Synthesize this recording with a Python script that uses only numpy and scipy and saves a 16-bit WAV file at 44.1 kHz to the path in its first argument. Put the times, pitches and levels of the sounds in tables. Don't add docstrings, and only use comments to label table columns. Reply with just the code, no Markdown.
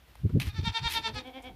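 import sys
import numpy as np
from scipy import signal
from scipy.fft import rfft, irfft
from scipy.io import wavfile
from scipy.ndimage import uniform_filter1d

SR = 44100
rng = np.random.default_rng(int(sys.argv[2]) if len(sys.argv) > 2 else 0)


def generate_wav(sig):
    pcm = np.round(np.clip(np.atleast_2d(sig).T, -1, 1) * 32767).astype(np.int16)
    wavfile.write(sys.argv[1], SR, pcm)


def linear_from_db(decibels):
    return 10 ** (np.asarray(decibels, float) / 20)


N = 68355


def clock():
    return np.arange(N) / SR


def rms_one(x):
    return x / np.sqrt(np.mean(x ** 2) + 1e-20)


def even(x, seconds):
    return x / np.sqrt(uniform_filter1d(x ** 2, int(seconds * SR)) + 1e-9)


def low_pass(x, order, hz):
    return signal.sosfilt(signal.butter(order, hz, fs=SR, output="sos"), x)


def high_pass(x, order, hz):
    return signal.sosfilt(signal.butter(order, hz, "high", fs=SR, output="sos"), x)


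def peak(x, hz, width_hz):
    r = np.exp(-np.pi * width_hz / SR)
    zeros = np.array([1, 0, -1]) * (1 - r * r) / 2
    poles = [1, -2 * r * np.cos(2 * np.pi * hz / SR), r * r]
    return signal.lfilter(zeros, poles, x)


def double_peak(x, hz, width_hz):
    return peak(peak(x, hz, width_hz), hz, width_hz)


def coloured(spectrum):
    hz, db = np.transpose(spectrum)
    bins_hz = np.fft.rfftfreq(N, 1 / SR) + 1
    gain = linear_from_db(np.interp(np.log(bins_hz), np.log(hz), db, left=-60.0))
    return rms_one(irfft(rfft(rng.standard_normal(N)) * gain, N))


def drift(seconds):
    size = max(int(seconds * SR), 2)
    return rms_one(uniform_filter1d(uniform_filter1d(rng.standard_normal(N), size), size))


def village_hush():
    # frequency in Hz, level in dB per Hz.
    hush_spectrum = [(22, -26), (55, 6.5), (130, -10), (400, -15.5), (1200, -18), (3500, -20.5),
                     (7500, -33.5), (15500, -28.5)]
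    return linear_from_db(-58.5 + 1.0 * drift(.04)) * coloured(hush_spectrum)


def wind():
    # centre in seconds, level in dB, spread in seconds, swing in Hz, flutter in dB over the swing.
    gusts = [(.215, -44, 0.017, 65, -45), (0.256, -19.5, 0.012, 105, -12), (0.302, -38, 0.01, 98, -2),
             (0.353, -21.5, 0.014, 107, -11.5), (0.37, -24, 0.014, 131, -3),
             (0.403, -32.5, 0.014, 124, -34), (0.439, -42, 0.032, 88, -6.5),
             (0.48, -28, 0.014, 65.6, -20.5), (0.557, -40, 0.019, 79, -15),
             (0.595, -24.5, 0.009, 101, -15.5), (0.632, -31.5, 0.013, 96, -14.5),
             (0.675, -25.5, 0.0058, 119.7, -15), (0.701, -31.5, 0.013, 75, -21),
             (0.826, -35, 0.014, 112.7, -26), (0.861, -32.5, 0.0093, 70.4, -25), (0.931, -48, 0.06, 61, -8),
             (0.996, -51, 0.033, 86, 0), (1.119, -47, 0.036, 84, -8), (1.165, -40.5, 0.019, 78, -14),
             (1.230, -62.5, 0.06, 69.4, 6), (1.519, -52.5, 0.035, 65, -2)]
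    t, out = clock(), np.zeros(N)
    dark = low_pass(rng.standard_normal(N), 4, 220)
    flutter_band = low_pass(high_pass(rng.standard_normal(N), 2, 216), 5, 326)
    flutter = even(flutter_band, 0.0082)
    for s, db, spread, hz, flutter_db in gusts:
        swing = even(double_peak(dark, hz, 0.53 * hz), 1.18 / hz)
        away = ((t - s) / spread) ** 2 / 2
        flutter_shape = np.exp(-away / 0.63 ** 2)
        out += linear_from_db(db) * (swing * np.exp(-away) + linear_from_db(flutter_db) * flutter * flutter_shape)
    return low_pass(out, 4, 620)


def sandals():
    contact_s = [.3995, .417, .40, .401, .880]
    # rise in seconds, hold in seconds, fall in seconds, level in dB, low edge in Hz.
    contacts = [
        (0.0002, 0.0012, 0.007, -30, 310),
        (.0005, 0.0034, 0.012, -39.5, 680),
        (0.013, 0.075, 0.022, -47, 760),
        (0.0013, 0.012, 0.027, -41, 470),
        (0.033, .035, 0.045, -35, 1750),
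    ]
    # frequency in Hz, level in dB per Hz.
    sand_spectrum = [(530, -10.5), (900, -8), (1470, -12), (1860, -5), (3940, -7.5), (7860, -22),
                     (10800, -16.5), (15500, -22.5)]
    t, out = clock(), np.zeros(N)
    sand = coloured(sand_spectrum) * linear_from_db(2 * drift(0.0028))
    sole_ring = peak(sand, 2550, 550)
    slap = rms_one(sand + linear_from_db(7) * sole_ring)
    for s, (rise, hold, fall, db, low_hz) in zip(contact_s, contacts):
        decay = np.exp(-np.clip(t - s - rise - hold, 0, None) / fall * 2)
        shape = np.clip((t - s) / rise, 0, 1) * decay
        rub = slap if rise < .004 else sand
        out += linear_from_db(db) * shape * high_pass(rub, 2, low_hz)
    return out


def grit_and_stick():
    # start in seconds, level in dB, centre in Hz, length in seconds.
    ticks = [
        (.138, -88, 6000, 0.0024),
        (.154, -47, 1000, 0.003),
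        (.155, -55, 9000, 0.0017),
        (0.294, -55, 1200, 0.012),
        (0.654, -52.5, 9000, .006),
        (1.145, -56.5, 8350, 0.01),
        (1.273, -62, 9050, 0.0048),
        (1.423, -58.5, 7550, 0.014),
        (1.440, -62.5, 10100, 0.0041),
    ]
    t, out = clock(), np.zeros(N)
    white = rng.standard_normal(N)
    for s, db, hz, length in ticks:
        burst = rms_one(peak(white, hz, 0.52 * hz))
        out += linear_from_db(db) * burst * (t > s) * np.exp(-np.abs(t - s) / length)
    return out


def yard(x, wet_db):
    # delay in seconds, level in dB.
    wall_echoes = [
        (.023, -9),
        (.041, -21),
        (.062, -25),
        (.087, -29),
    ]
    kick = np.zeros(int(.2 * SR))
    for s, db in wall_echoes:
        kick[int(s * SR)] = linear_from_db(db + wet_db / 3)
    tail_db = -48 + wet_db - 400 * np.arange(len(kick)) / SR
    tail = rng.standard_normal(len(kick)) * linear_from_db(tail_db)
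    dull = low_pass(kick + tail, 1, 1800)
    return x + signal.fftconvolve(x, dull)[:N]


def goat(puffs, mouth_db, hoarse_db, rise, fall, arch, throat, jitter):
    t = clock()
    s, db, hz = np.transpose(puffs)
    lag = t - s[:, None]
    away = np.where(lag < 0, lag / rise, lag / fall)
    near = np.argmin(np.abs(away), axis=0)

    lead, climb, climb_s, sag, sag_s = arch
    past = t - s[near] + lead
    climbing = climb * np.minimum((past / climb_s) ** 2, 1.5)
    sagging = sag * np.minimum((past / sag_s) ** 2, 1.2)
    bend = np.where(past < 0, climbing, sagging)
    phase = 2 * np.pi * np.cumsum(hz[near] * (1 - bend + jitter * drift(0.0048))) / SR

    pulses = rms_one(-sum(np.cos(k * phase) / (1 + (k * hz.mean() / 5000) ** 3) for k in range(1, 33)))
    plateau = 2.8
    voice = (linear_from_db(db)[:, None] * np.exp(-np.abs(away) ** plateau)).sum(axis=0)
    shimmer = linear_from_db(.8 * drift(.003))

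    def breath_lobe(at):
        return np.exp(-((lag - at) / .012) ** 2 / 2)

    breath = breath_lobe(.012) + linear_from_db(-7) * breath_lobe(-.034)
    air = (linear_from_db(db + hoarse_db)[:, None] * breath).sum(axis=0)
    hiss = low_pass(rng.standard_normal(N), 2, 5500)
    gate = (1 + .6 * np.cos(phase)) * 2
    source = voice * pulses * shimmer + air * hiss * gate

    opening_db = np.array(mouth_db)[near]
    out, plain = np.zeros(N), np.zeros(N)
    for f, width, gain_db, share in throat:
        out += linear_from_db(gain_db + share * opening_db) * double_peak(source, f, 1.33 * width)
        plain += linear_from_db(gain_db) * double_peak(pulses, f, 1.33 * width)
    return out / np.std(plain)


def doe():
    # peak in seconds, level in dB, pitch in Hz.
    doe_puffs = [
        (.975, -47, 205),
        (1.085, -44, 220.6),
        (1.180, -42, 256.2),
        (1.278, -44.5, 259.4),
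        (1.372, -43.5, 266.7),
        (1.470, -45, 256.3),
    ]
    # resonance in Hz, width in Hz, level in dB, share of the mouth opening.
    doe_throat = [(723, 81, 6.5, 1.0), (260, 303, 7, 0.078), (472, 114, -1, .1), (889, 33, 6, 1),
                  (1512, 1030, -7, 0.65), (2204, 182, 0, 1), (3220, 294, 2.5, 0.56), (4230, 200, -21, 0.5),
                  (5370, 260, -16, 0.37)]
    # mouth opening in dB, one for each puff.
    doe_mouth_db = [-17, -6, -8, 3.5, 5, 6]
    # breath against voice in dB, one for each puff.
    doe_hoarse_db = [-9, -11, -12, -11, -11, -11]
    # pitch top ahead of the peak in seconds, climb share, climb in seconds, sag share, sag in seconds.
    doe_arch = (-.004, .08, .05, .11, .02)
    voice = goat(doe_puffs, doe_mouth_db, doe_hoarse_db, rise=.034, fall=.022,
                 arch=doe_arch, throat=doe_throat, jitter=.005)
    return yard(voice, 9.0)


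def kid():
    # peak in seconds, level in dB, pitch in Hz.
    kid_puffs = [
        (.500, -40.5, 419.7),
        (.582, -37.5, 445.7),
        (.678, -33, 459.7),
        (.773, -31.5, 460),
        (.869, -30.5, 466),
        (.975, -30.5, 459.6),
        (1.070, -30.5, 452.4),
        (1.182, -33, 426),
    ]
    # resonance in Hz, width in Hz, level in dB, share of the mouth opening.
    kid_throat = [(958, 131, -2, 0.91), (460, 160, -18.5, 0.93), (1280, 750, -8, 0.37),
                  (1735, 224, -13, 0.0), (2332, 244, -4, 0.27), (2650, 100, -5.5, 1), (3235, 67, -0.5, 1),
                  (3674, 122, 4, 0.42), (4280, 1150, -4.5, 0.36), (5350, 940, -18.5, 0),
                  (6940, 680, -15, 0.65), (9400, 630, -15.5, .8), (10600, 920, -16, 0.31),
                  (14000, 600, -32, .8)]
    # mouth opening in dB, one for each puff.
    kid_mouth_db = [-22, -15, -1, 0, 0, 0, 0, -3]
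    # breath against voice in dB, one for each puff.
    kid_hoarse_db = [-14, -4.5, -6, -7.5, -6, -13, -8, -8.5]
    # pitch top ahead of the peak in seconds, climb share, climb in seconds, sag share, sag in seconds.
    kid_arch = (.018, .035, .026, .05, .034)
    voice = goat(kid_puffs, kid_mouth_db, kid_hoarse_db, rise=.03, fall=.013,
                 arch=kid_arch, throat=kid_throat, jitter=.004)
    return yard(voice, 0.0)


def scene():
    background = village_hush() + wind()
    feet = sandals() + grit_and_stick()
    return (background + feet + doe() + kid())[None]


def band_limit(x):
    return signal.sosfilt(signal.butter(12, 16490, fs=SR, output="sos"), x)


def record(dry):
    top_cut = signal.cheby2(12, 70, 16300, fs=SR, output="sos")
    mix = signal.sosfilt(top_cut, dry)
    return band_limit(mix)


dry = scene()
out = record(dry)
generate_wav(out)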